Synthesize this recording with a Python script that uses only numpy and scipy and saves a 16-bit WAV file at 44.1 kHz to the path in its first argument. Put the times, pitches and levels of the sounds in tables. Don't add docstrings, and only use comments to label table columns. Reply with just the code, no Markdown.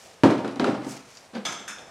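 import sys
import numpy as np
from scipy import signal
from scipy.fft import rfft, irfft, next_fast_len
from scipy.io import wavfile
from scipy.ndimage import uniform_filter1d

SR = 44100
rng = np.random.default_rng(int(sys.argv[2]) if len(sys.argv) > 2 else 0)


def boost_factor(decibels):
    exponent = np.asarray(decibels, float) / 20
    return 10 ** exponent


def waveform_to_disk(signal):
    frames = np.transpose(np.atleast_2d(signal))
    scaled = np.clip(frames, -1, 1) * 32767
    samples = np.round(scaled).astype(np.int16)
    wavfile.write(sys.argv[1], SR, samples)


N = 83790

# frequency_hz, density_db_per_hz
HUM_SPECTRUM = [(15, -38), (25, 6), (354, -11.5), (476, -3.5), (1330, -11), (1650, -13), (1940, -13.5),
                (8590, -22.5), (16000, -37)]
# peak_s, half_length_s, level_db
SWISHES = [
    (0.023, 0.1, -53),
    (0.934, 0.047, -45.5),
    (0.86, 0.028, -58),
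    (1.12, 0.072, -53.5),
    (1.228, 0.029, -56),
]
# frequency_hz, density_db_per_hz
CLOTH_SPECTRUM = [(1470, -5), (2500, -2), (3730, -7.5), (5800, -1.5), (6260, -3.5), (8260, -10),
                  (15800, -23)]
# peak_s, half_length_s, level_db
NYLON_STROKES = [
    (0.909, 0.025, -45),
    (0.873, .03, -57),
    (.04, 0.047, -58),
]
# frequency_hz, density_db_per_hz
NYLON_SPECTRUM = [(3000, -30), (5000, -1.5), (8000, 0.5), (11000, -8), (15800, -14)]
# peak_s, half_length_s, level_db
SHUFFLES = [
    (.08, 0.033, -52),
    (1.25, 0.031, -57.5),
    (1.62, 0.056, -48.5),
    (1.85, 0.079, -48.5),
]
# frequency_hz, density_db_per_hz
SCUFF_SPECTRUM = [(150, -9), (450, -9), (750, -4.5), (1400, -29), (4000, -35.5), (9000, -50)]
# start_s, level_db, centre_hz
SNAPS = [(.2348, -19.5, 393), (0.2344, -37, 2870), (.2404, -46.5, 4440), (0.4472, -40, 1380),
         (.5960, -40.5, 4020), (0.5963, -36, 1314), (0.5974, -28, 290), (0.6437, -29.5, 1340),
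         (1.333, -49, 340), (1.3503, -58, 4600), (1.4521, -46, 3470), (1.6796, -45.5, 1770),
         (1.7846, -50, 3430)]

# start_s, level_db, hardness_db, rise_s
COWL_BLOWS = [(.2350, -3.5, -4, 0.00024), (.2520, -14, -7.5, 0.0013), (.2950, -19.5, 5.5, 0.0025),
              (.3820, -23.5, 0, 0.00096), (.4459, -24, 0.5, 0.00024), (.4778, -34.5, 10.5, 0.00068),
              (.5591, -30, 0.5, 0.0014), (.5965, -15, 0.5, 0.00012), (.6434, -22, 7, 0.00033),
              (.6600, -11.5, -4, 0.0087), (.6900, -31, 7.5, 0.014), (.7400, -29, 5, 0.0023),
              (.8140, -34.5, 7, 0.0096), (.8620, -25.5, -5.5, 0.002), (.9300, -46, 17.5, 0.0044)]
# pitch_hz, level_db, t60_s
COWL_MODES = [(122.7, -15, 0.64), (147.5, -14, 0.58), (197.2, -14, 0.52), (236, -9, 0.15),
              (270.8, -6, 0.17), (301.3, -4, 0.23), (367, -29, 0.17), (402.6, -11.5, 0.36),
              (503, -12.5, 0.3), (608.7, -15.5, 0.38), (780, -9.5, 0.26), (950, -12, 0.11),
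              (675, -14, 0.35), (1294, -25.5, 0.4)]
# frequency_hz, density_db_per_hz
COWL_DENSE = [(50, -46), (90, -18), (165, -14.5), (270, -3.5), (420, -14.5), (900, -22.5), (4800, -43.5),
              (9500, -56.5), (12500, -81), (15500, -85)]
# frequency_hz, t60_s
COWL_FADE = [(100, 0.27), (500, 0.3), (3000, 0.32), (12000, 0.35)]
# clear_db, crowded_db, bunching_db (crowd gathered round the clear modes)
COWL_MIX = (-5, -2.5, -18.5)
# start_s, level_db, treble_tilt_db, length_s
CRACKS = [(0.2351, -23, 1, 0.0018), (0.241, -26, -1, .002), (0.309, -38.5, 17, 0.0026),
          (0.38, -42, 2, 0.0018), (0.446, -38, -3, 0.0022), (0.454, -51, 2, 0.0025),
          (0.478, -38, 4.5, .003), (0.4814, -44, 0, .002), (0.51, -49, 13, .004), (.5240, -50, 10, 0.005),
          (.5590, -39, 8, 0.0022), (0.57, -46, 4, .002), (0.597, -21.5, -4.5, 0.0014),
          (0.643, -26, -4, 0.0027), (0.67, -34, -4, 0.0026), (0.715, -46, 1, .003), (.8194, -46, 3, .002),
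          (.8464, -41, 4, .003), (1.149, -52, 3, .002), (1.173, -45, -3, .002), (1.3466, -46, 2, .002),
          (1.3525, -42, 3, 0.0027), (1.451, -33, 7, 0.007), (1.523, -42.5, 15, .015),
          (1.677, -46, -4, 0.0037), (1.792, -45, -3, .003)]
# frequency_hz, density_db_per_hz
CRACK_SPECTRUM = [(500, -32), (1200, 0.5), (4200, 3.5), (7000, -10), (10000, -13.5), (12000, -26),
                  (16000, -45)]
# frequency_hz, t60_s
SHOP_FADE = [(150, 0.49), (1500, 0.83), (10000, 0.17)]

# start_s, level_db, hardness_db, rise_s
ZIP_TICKS = [
    (1.1503, -51, 4.5, 0.00023),
    (1.1707, -38.5, -1.5, 0.00016),
]
# pitch_hz, level_db, t60_s
ZIP_MODES = [(4730, -1, 0.13), (5760, -4, 0.025), (6960, 4, 0.029)]
# frequency_hz, density_db_per_hz
ZIP_DENSE = [(2500, -33.5), (4500, 8), (7300, 3), (9000, -33), (15000, -40)]
# start_s, level_db, hardness_db, rise_s
WING_BUMPS = [
    (1.332, -40, 4.5, 0.0067),
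    (1.349, -33.5, 4, 0.0017),
    (1.358, -27, -8, 0.0062),
    (1.452, -37, -19, .003),
    (1.54, -48, -19, 0.0073),
    (1.685, -49, 9, 0.0071),
]
# pitch_hz, level_db, t60_s
WING_MODES = [(206.9, -4, 0.26), (237, -4.5, 0.081), (340, -32, 0.089), (499, -3, 0.21), (780, -13.5, .09),
              (1560, -13, 0.098), (4620, -20, 0.11)]
# frequency_hz, density_db_per_hz
WING_DENSE = [(47, -67), (80, -47), (197, -4.5), (300, -16), (487, -14.5), (4410, -35.5), (15500, -66)]
# frequency_hz, t60_s
WING_FADE = [(200, 0.2), (4000, 0.22)]
# clear_db, crowded_db, bunching_db
WING_MIX = (-0.5, 0, 10.5)

# start_s, level_db, hardness_db, rise_s
HOOK_HITS = [
    (1.4521, -22.5, 2, 0.00082),
    (1.487, -21, -10.5, 0.00082),
    (1.522, -37.5, 7, 0.00065),
    (1.59, -38, -1, 0.0016),
]
# pitch_hz, level_db, t60_s
HOOK_MODES = [(1264, -4, 0.24), (1363, -7.5, 0.36), (1670, -10, 0.27), (2240, -3.5, 0.12),
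              (8700, -17, 0.17), (3270, -7, 0.18), (3366, 2, 0.14), (3540, 0, 0.12), (5134, -6.5, 0.24),
              (5730, -32, .3), (6200, -3, 0.43), (7380, -17, 0.71), (7800, -31, 0.28), (13570, -18, .1)]
# frequency_hz, density_db_per_hz
HOOK_DENSE = [(180, -11), (300, -8.5), (454, -12), (711, -6.5), (3440, -17), (4480, -20), (6350, -15),
              (14100, -39.5), (15800, -67)]
# frequency_hz, t60_s
HOOK_FADE = [(800, 0.4), (4000, 0.46), (12000, 0.3)]
# clear_db, crowded_db, bunching_db
HOOK_MIX = (-10, -10, 2)
# start_s, level_db, hardness_db, rise_s
LINK_HITS = [
    (1.6790, -30, -3.5, 0.00019),
    (1.778, -47, -22, .003),
    (1.7848, -33.5, -15.5, 0.0016),
    (1.86, -51.5, -2, 0.0086),
]
# pitch_hz, level_db, t60_s
LINK_MODES = [(11400, -12, 0.15), (1357, -24, .3), (9370, -8, 0.3), (1715, -4, 0.17), (2560, 3.5, 0.1),
              (3430, -4, 0.29), (3590, -4.5, 0.86), (5286, -4.5, 0.7), (5870, 1, 0.32), (6370, 0, 0.39),
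              (6430, 1, 0.42), (7110, 1, 0.36), (8130, -1, 0.26), (8900, -7, 0.15)]
# frequency_hz, density_db_per_hz
LINK_DENSE = [(180, -39), (300, -9), (398, -37), (447, -27), (1380, 0.5), (4870, -23), (6240, -23),
              (11900, -24), (15800, -48)]
# clear_db, crowded_db, bunching_db
LINK_MIX = (-10, -5, 2)
# frequency_hz, side_under_mid_db
SIDE_LEVEL = [(30, -11), (80, -41.5), (350, -33.5), (700, -20), (1400, -19), (2800, -14), (8000, -18),
              (13000, -25)]

PIVOT_HZ = 684
BUNCH_WIDTH = 0.035
WANDER = 17.4


def unit(x):
    return x / np.sqrt(np.mean(x ** 2) + 1e-20)


def along(points, hz):
    f, value = np.transpose(points)
    return np.interp(np.log(hz + 1), np.log(f + 1), value)


def filtered(x, response):
    size = next_fast_len(x.shape[-1] + 8192)
    spectrum = rfft(x, size) * response(np.fft.rfftfreq(size, 1 / SR))
    return irfft(spectrum, size)[..., :x.shape[-1]]


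def colour(points):
    return lambda hz: boost_factor(along(points, hz)) * (hz > points[0][0] / 2)


def shop_hum():
    noise = filtered(rng.standard_normal((2, N)), colour(HUM_SPECTRUM))
    return boost_factor(-52.5) * unit(noise)


def rubbing(strokes, spectrum, grain_db):
    t = np.arange(N) / SR
    power = sum(boost_factor(2 * db) * np.exp(-((t - s) / half) ** 2) for s, half, db in strokes)
    roughness = uniform_filter1d(rng.standard_normal(N), size=150)
    grain = boost_factor(grain_db * unit(roughness))
    noise = filtered(grain * rng.standard_normal((2, N)), colour(spectrum))
    return np.sqrt(power) * unit(noise)


def sleeve_swishes():
    return rubbing(SWISHES, CLOTH_SPECTRUM, grain_db=1.8)


def nylon_hiss():
    return rubbing(NYLON_STROKES, NYLON_SPECTRUM, grain_db=2.0)


def foot_shuffles():
    return rubbing(SHUFFLES, SCUFF_SPECTRUM, grain_db=1.5)


def snaps():
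    out, t = np.zeros((2, N)), np.arange(SR // 50) / SR
    peak_s, q = 0.001, 1.1
    for s, db, hz in SNAPS:
        def band(f):
            damping = 1j * f * hz / q
            resonance = damping / (hz ** 2 - f ** 2 + damping)
            return 2 * resonance ** 2 / (1 + (f / 9000) ** 4)

        pulse = t / peak_s * np.exp(1 - t / peak_s)
        source = rng.standard_normal((2, len(t))) + 2 * np.sin(2 * np.pi * hz * t)
        burst = unit(filtered(pulse * source, band))
        out[:, round(s * SR):][:, :len(t)] += boost_factor(db) * burst
    return out


def dying(fade, size):
    hz, t, bins = signal.stft(rng.standard_normal((2, size)), SR, nperseg=256)
    t60 = np.maximum(along(fade, hz), 0.01)[:, None]
    return signal.istft(bins * boost_factor(-60 * t / t60), SR, nperseg=256)[1][:, :size]


def struck(hits, modes, dense, fade, mix_db):
    clear_db, crowded_db, bunching_db = mix_db
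    out, t = np.zeros((2, N + SR)), np.arange(SR // 2) / SR
    hz, level_db, t60 = np.transpose(modes)[:, :, None]
    walk = np.cumsum(rng.standard_normal((len(modes), len(t))), axis=1)
    drift = WANDER * np.sqrt(hz / 3000 / SR) * walk
    rings = boost_factor(level_db - 60 * t / t60) * np.sin(2 * np.pi * hz * t + drift)
    envelope = colour(dense)
    loud = np.sqrt(np.mean(envelope(np.fft.rfftfreq(4096, 1 / SR)) ** 2))

    def crowd_shape(f):
        bunches = np.sum(boost_factor(level_db) / (1 + ((f / hz - 1) / BUNCH_WIDTH) ** 2), axis=0)
        return envelope(f) * (1 + boost_factor(bunching_db) * bunches)

    for s, db, hard_db, rise in hits:
        def bright(f):
            return boost_factor(hard_db * f ** 2 / (f ** 2 + PIVOT_HZ ** 2))

        mid_weights = boost_factor(rng.normal(0, 1.5, len(modes)))
        weights = np.array([mid_weights, rng.standard_normal(len(modes))])
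        clear = (weights * bright(hz[:, 0])) @ rings
        crowd = filtered(dying(fade, size=len(t)), lambda f: crowd_shape(f) * bright(f) / loud)
        sound = boost_factor(crowded_db) * crowd + boost_factor(clear_db) * clear
        onset = 1 - np.exp(-t / abs(rise))
        out[:, round(s * SR):][:, :len(t)] += boost_factor(db) * sound * onset
    return out[:, :N]


def bar_on_cowl():
    return struck(COWL_BLOWS, COWL_MODES, COWL_DENSE, COWL_FADE, COWL_MIX)


def cracks():
    out, t = np.zeros((2, N)), np.arange(SR // 20) / SR - 0.001
    for s, db, tilt_db, length in CRACKS:
        def response(f):
            tilt = boost_factor(tilt_db * np.log2((f + 1) / 4000) / 2)
            return colour(CRACK_SPECTRUM)(f) * tilt

        fade = np.exp(-t / abs(length)) * (t > 0)
        burst = filtered(fade * rng.standard_normal((2, len(t))), response)
        level = boost_factor(db) * np.sqrt(np.mean(fade ** 2))
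        out[:, round((s + t[0]) * SR):][:, :len(t)] += level * unit(burst)
    return out


def shop_answer(x):
    out, step = np.zeros((2, N + 2 * SR)), round(0.3 * SR)
    delay = round(0.012 * SR)
    for start in range(0, N, step):
        tail = dying(SHOP_FADE, size=SR // 2)
        tail = tail / np.linalg.norm(tail[0])
        wet = signal.fftconvolve(x[None, start:start + step], tail, axes=1)
        out[:, start + delay:][:, :wet.shape[1]] += wet
    return boost_factor(-12) * out[:, :N]


def zip_ticks():
    return struck(ZIP_TICKS, ZIP_MODES, ZIP_DENSE, [(5000, 0.083)], (-6, -6, -20))


def body_on_wing():
    return struck(WING_BUMPS, WING_MODES, WING_DENSE, WING_FADE, WING_MIX)


def hoist_hook():
    return struck(HOOK_HITS, HOOK_MODES, HOOK_DENSE, HOOK_FADE, HOOK_MIX)


def chain_links():
    return struck(LINK_HITS, LINK_MODES, LINK_DENSE, HOOK_FADE, LINK_MIX)


def scene():
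    metal = bar_on_cowl() + body_on_wing() + hoist_hook() + chain_links() + zip_ticks() + snaps()
    metal_cut_hz = 70
    metal = filtered(metal, lambda hz: (1j * hz / (metal_cut_hz + 1j * hz)) ** 2)
    friction = sleeve_swishes() + nylon_hiss() + foot_shuffles()
    mid, side = metal + shop_answer(metal[0]) + shop_hum() + friction + cracks()
    side = filtered(side, lambda hz: boost_factor(along(SIDE_LEVEL, hz)))
    return np.array([mid + side, mid - side])


def low_pass(x):
    return signal.sosfilt(signal.butter(12, 16470, fs=SR, output="sos"), x)


def record(dry):
    low_cut_hz, roll_off_hz, top_hz = 61.7, 14000, 16100
    ceiling = 1.1

    def microphone(hz):
        low_cut = (1j * hz / (low_cut_hz + 1j * hz)) ** 4
        return low_cut / (1 + (hz / roll_off_hz) ** 6)

    cut = filtered(dry, microphone)
    held = cut / (1 + np.abs(cut / ceiling) ** 4) ** 0.25
    mix = filtered(held, lambda hz: hz < top_hz)
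    return low_pass(mix)


dry = scene()
out = record(dry)
waveform_to_disk(out)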